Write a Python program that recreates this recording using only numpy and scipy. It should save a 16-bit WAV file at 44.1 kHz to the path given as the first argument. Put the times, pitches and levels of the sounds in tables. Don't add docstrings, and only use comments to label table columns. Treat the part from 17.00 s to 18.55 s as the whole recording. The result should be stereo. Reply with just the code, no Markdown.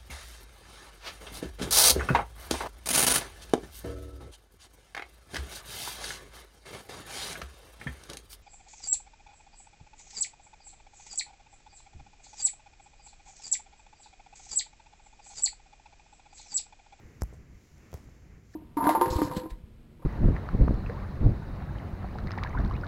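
import sys
import numpy as np
from scipy import signal
from scipy.fft import rfft, irfft
from scipy.io import wavfile
from scipy.ndimage import uniform_filter1d

SR = 44100
rng = np.random.default_rng(int(sys.argv[2]) if len(sys.argv) > 2 else 0)


def persist_wave(psi):
    counts = np.round(np.clip(psi, -1, 1) * 32767).astype(np.int16)
    wavfile.write(sys.argv[1], SR, np.atleast_2d(counts).T)


N = 68355

CLICK_TONES = {"tick": [(300, -5), (2100, -9), (3000, -7.5), (4100, -8.5), (5000, 5), (5750, 9),
               (6500, 1.5), (7300, 6), (8500, -8), (11000, -1.5), (13500, -12), (15400, -22), (16300, -30)],
               "tock": [(300, -20), (2100, -1.5), (3100, -2.5), (4300, -6), (5500, 0), (7200, -3.5),
               (8800, -15), (11400, -1), (12400, -8), (14300, -6), (15400, 2), (16300, -10)]}
# start_s, level_db, pan_db, tilt_db_per_octave, chatter_ms, tone_name
CLICK_HITS = [(0.21, -40.5, 12, -8, 0.18, "tick"), (0.2112, -42, 14, 11, 0.19, "tick"),
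              (0.2144, -35, 14, -3, .1, "tick"), (0.219, -29, 18, 4, 0.53, "tick"),
              (0.2203, -17.5, 11.5, 1.5, .015, "tick"), (0.2346, -28, 14, 14.5, .015, "tick"),
              (.7811, -45, -10, 7, 0.06, "tick"), (.913, -52, -6, 6, 0.27, "tock"),
              (0.918, -38, -12, 0, .2, "tock"), (0.9298, -31.5, 1, -6, 0.25, "tock"),
              (0.9335, -49, -28, -5, .3, "tock"), (0.9408, -28.5, -23, 1.5, 0.33, "tock"),
              (0.9418, -38, -16, -4, 0.37, "tock"), (0.952, -49, -7, 4, .2, "tock"),
              (.9739, -39.5, -13, -6.5, .2, "tock"), (1.0432, -46, -12, 4, 0.13, "tock")]


def clicks():
    t, out = np.arange(N) / SR, 0
    freq_hz = np.arange(N // 2 + 1) * SR / N
    octaves = np.log2(np.maximum(freq_hz, 1500) / 7000)
    for start_s, level_db, pan_db, tilt_db, chatter_ms, tone_name in CLICK_HITS:
        push = 0.64 * rng.standard_normal(N) * np.exp(-t * 1000 / chatter_ms)
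        push[0] = 1
        ring = ring_after_hit(tone_gain(CLICK_TONES[tone_name]) * undb(tilt_db * octaves))
        click = filtered(push / np.linalg.norm(push), ring)
        out = out + place(click * undb(level_db), start_s, pan_db)
    return out


# start_s, level_db, pan_db, pitch_hz, fade_s, cutoff_hz
KNOCK_HITS = [(0.22, -19.5, -3, 317, 0.0047, 2100), (0.235, -40, 23.5, 685, 0.0055, 1180),
              (0.3271, -40.5, 6, 420, 0.014, 1210), (0.9295, -37, 17, 520, 0.0077, 1430),
              (0.9407, -32.5, 7, 497, 0.012, 1080), (.974, -47, -13, 616, 0.0061, 1210),
              (1.088, -44, -9, 280, 0.0094, 1100)]


def knocks():
    t, out = np.arange(N) / SR, 0
    for start_s, level_db, pan_db, pitch_hz, fade_s, cutoff_hz in KNOCK_HITS:
        note = undb(level_db - 60 * t / fade_s) * np.cos(2 * np.pi * pitch_hz * t)
        soften = signal.butter(6, cutoff_hz, fs=SR, output="sos")
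        out = out + place(signal.sosfilt(soften, note), start_s, pan_db)
    return out


# start_s, level_db, pan_db, starting_pitch_hz, fade_s
THUMP_HITS = [(0.2205, -26.5, -24, 88.2, 0.12), (0.2356, -24, 3, 89, 0.028),
              (0.9293, -41.5, -31, 117, 0.043), (0.9428, -33.5, -20, 104, 0.1)]


def thumps(rise_s=0.001, sag_s=0.024, sag_fraction=0.605):
    t, out = np.arange(N) / SR, 0
    sag = 1 - sag_fraction * (1 - np.exp(-t / sag_s))
    for start_s, level_db, pan_db, starting_pitch_hz, fade_s in THUMP_HITS:
        swing = -np.sin(2 * np.pi * np.cumsum(starting_pitch_hz * sag) / SR)
        loudness = (1 - np.exp(-t / rise_s)) * undb(level_db - 60 * t / fade_s)
        out = out + place(swing * loudness, start_s, pan_db)
    return out


# start_s, level_db, pan_db, centre_hz, width_hz, fade_s
RING_BANDS = [(.222, -67.5, 7.5, 11500, 7200, 0.38), (0.33, -69, 17.5, 6667, 3530, 0.15),
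              (0.333, -53.5, 7, 416.7, 550, 0.13), (.930, -50.5, -0.5, 380, 700, 0.38),
              (0.937, -60, 0, 5556, 8000, 0.36), (1.535, -62.5, -4.5, 5050, 2480, .2),
              (1.538, -53, -5, 1590, 450, 0.32)]


def rings(rise_s=0.0017):
    t, out = np.arange(N) / SR, 0
    freq_hz = np.arange(N // 2 + 1) * SR / N + 1
    for start_s, level_db, pan_db, centre_hz, width_hz, fade_s in RING_BANDS:
        off_centre = (freq_hz - centre_hz ** 2 / freq_hz) / (2 * width_hz)
        band = unit(filtered(rng.standard_normal((2, N)), 1 / (1 + off_centre ** 2) ** 2))
        loudness = (1 - np.exp(-t / rise_s)) * undb(level_db - 60 * t / fade_s)
        out = out + band * place(loudness, start_s, pan_db)
    return out


# pitch_hz, gain_db
RUMBLE_TONE = [(15, -8), (35, -6), (62, 5.5), (100, -4), (170, -8), (300, -25.5), (600, -49), (1500, -97)]
# time_s, level_db
RUMBLE_SWELLS = [(0, -52.5), (.06, -39), (.13, -57.5), (.2, -46), (.27, -41), (.32, -43), (.42, -39.5),
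                 (.48, -47.5), (.56, -42.5), (.62, -63), (.75, -45.5), (.84, -51.5), (.89, -62),
                 (.97, -44.5), (1.08, -45.5), (1.18, -52.5), (1.35, -41.5), (1.43, -55), (1.55, -52.5)]


def handling_rumble(left_db=-16.5):
    rumble = unit(filtered(rng.standard_normal((2, N)), tone_gain(RUMBLE_TONE)))
    return rumble * level_curve(RUMBLE_SWELLS) * undb([[left_db], [0]])


# pitch_hz, left_db_per_hz, right_db_per_hz
HISS_TONE = [(19.9, -126, -93), (102, -88, -72.5), (216, -81.5, -84), (412, -85.5, -88), (638, -95, -102),
             (1000, -100, -102), (1520, -101.5, -99), (2110, -100, -96.5), (3450, -110, -111),
             (4500, -107, -113), (6340, -103, -110), (7500, -105, -112), (7870, -119, -120),
             (12200, -119, -118), (15700, -121, -120), (16500, -135, -135)]
# time_s, gain_db
LOW_SWELLS = [(0, 4), (.18, 1), (.4, 0), (.56, 1), (.65, -4.5), (.75, -8.5), (.85, 1), (1.08, 3.5),
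              (1.25, -3.5), (1.38, -0.5), (1.5, -4.5)]
MID_SWELLS = [(0, 3.5), (.07, 4.5), (.17, 2), (.3, 5.5), (.42, 0.5), (.52, 2), (.62, -1), (.73, -2),
              (.88, 3), (1.1, 2), (1.2, -3.5), (1.34, 2.5), (1.48, -6.5), (1.55, 2)]
HIGH_SWELLS = [(0, 0), (.15, 0.5), (.3, 0.5), (.46, -3.5), (.64, 2), (.8, 1), (.95, 2), (1.12, 0),
               (1.3, -2.5), (1.42, -4), (1.5, -0.5), (1.55, 6.5)]


def room_hiss(low_top_hz=450, mid_top_hz=2520, shared=0.18, flicker_db=1.24):
    noise = np.sqrt(shared) * rng.standard_normal(N)
    noise = noise + np.sqrt(1 - shared) * rng.standard_normal((2, N))
    tone = np.array(HISS_TONE)
    ear_gains = np.array([tone_gain(tone[:, [0, ear]]) for ear in (1, 2)])
    air = filtered(noise, ear_gains) * np.sqrt(SR / 2)
    lows = filtered(air, tone_gain([(low_top_hz, 0), (2 * low_top_hz, -30)]))
    body = filtered(air, tone_gain([(mid_top_hz, 0), (2 * mid_top_hz, -30)]))
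    mids, highs = body - lows, air - body
    swelling_body = lows * level_curve(LOW_SWELLS) + mids * level_curve(MID_SWELLS)
    flicker = undb(flicker_db * wander(rate_hz=25.79))
    return swelling_body * flicker + highs * level_curve(HIGH_SWELLS)


def undb(db):
    return 10 ** (np.asarray(db) / 20)


def unit(x):
    return x / np.sqrt(np.mean(x ** 2))


def tone_gain(points):
    hz, db = np.array(points, float).T
    freq_hz = np.arange(N // 2 + 1) * SR / N + 1
    return undb(np.interp(np.log(freq_hz), np.log(hz), db))


def filtered(x, gain):
    return irfft(rfft(x) * gain, N)


def ring_after_hit(gain):
    cepstrum = irfft(np.log(gain), N)
    cepstrum[1:N // 2] *= 2
    cepstrum[N // 2:] = 0
    return np.exp(rfft(cepstrum))


def level_curve(points):
    return undb(np.interp(np.arange(N) / SR, *np.array(points).T))


def wander(rate_hz):
    hold = int(SR / rate_hz)
    steps = np.repeat(rng.standard_normal(N // hold + 1), hold)
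    return unit(uniform_filter1d(uniform_filter1d(steps, hold), hold)[:N])


def place(x, start_s, pan_db):
    delayed = np.concatenate([np.zeros(int(start_s * SR)), x])[:N]
    return delayed * undb(np.array([[pan_db], [-pan_db]]) / 2)


def scene():
    return clicks() + knocks() + thumps() + rings() + room_hiss() + handling_rumble()


def record(dry):
    return signal.sosfilt(signal.ellip(10, .1, 80, 16300, fs=SR, output="sos"), dry)


dry = scene()
out = record(dry)
persist_wave(out)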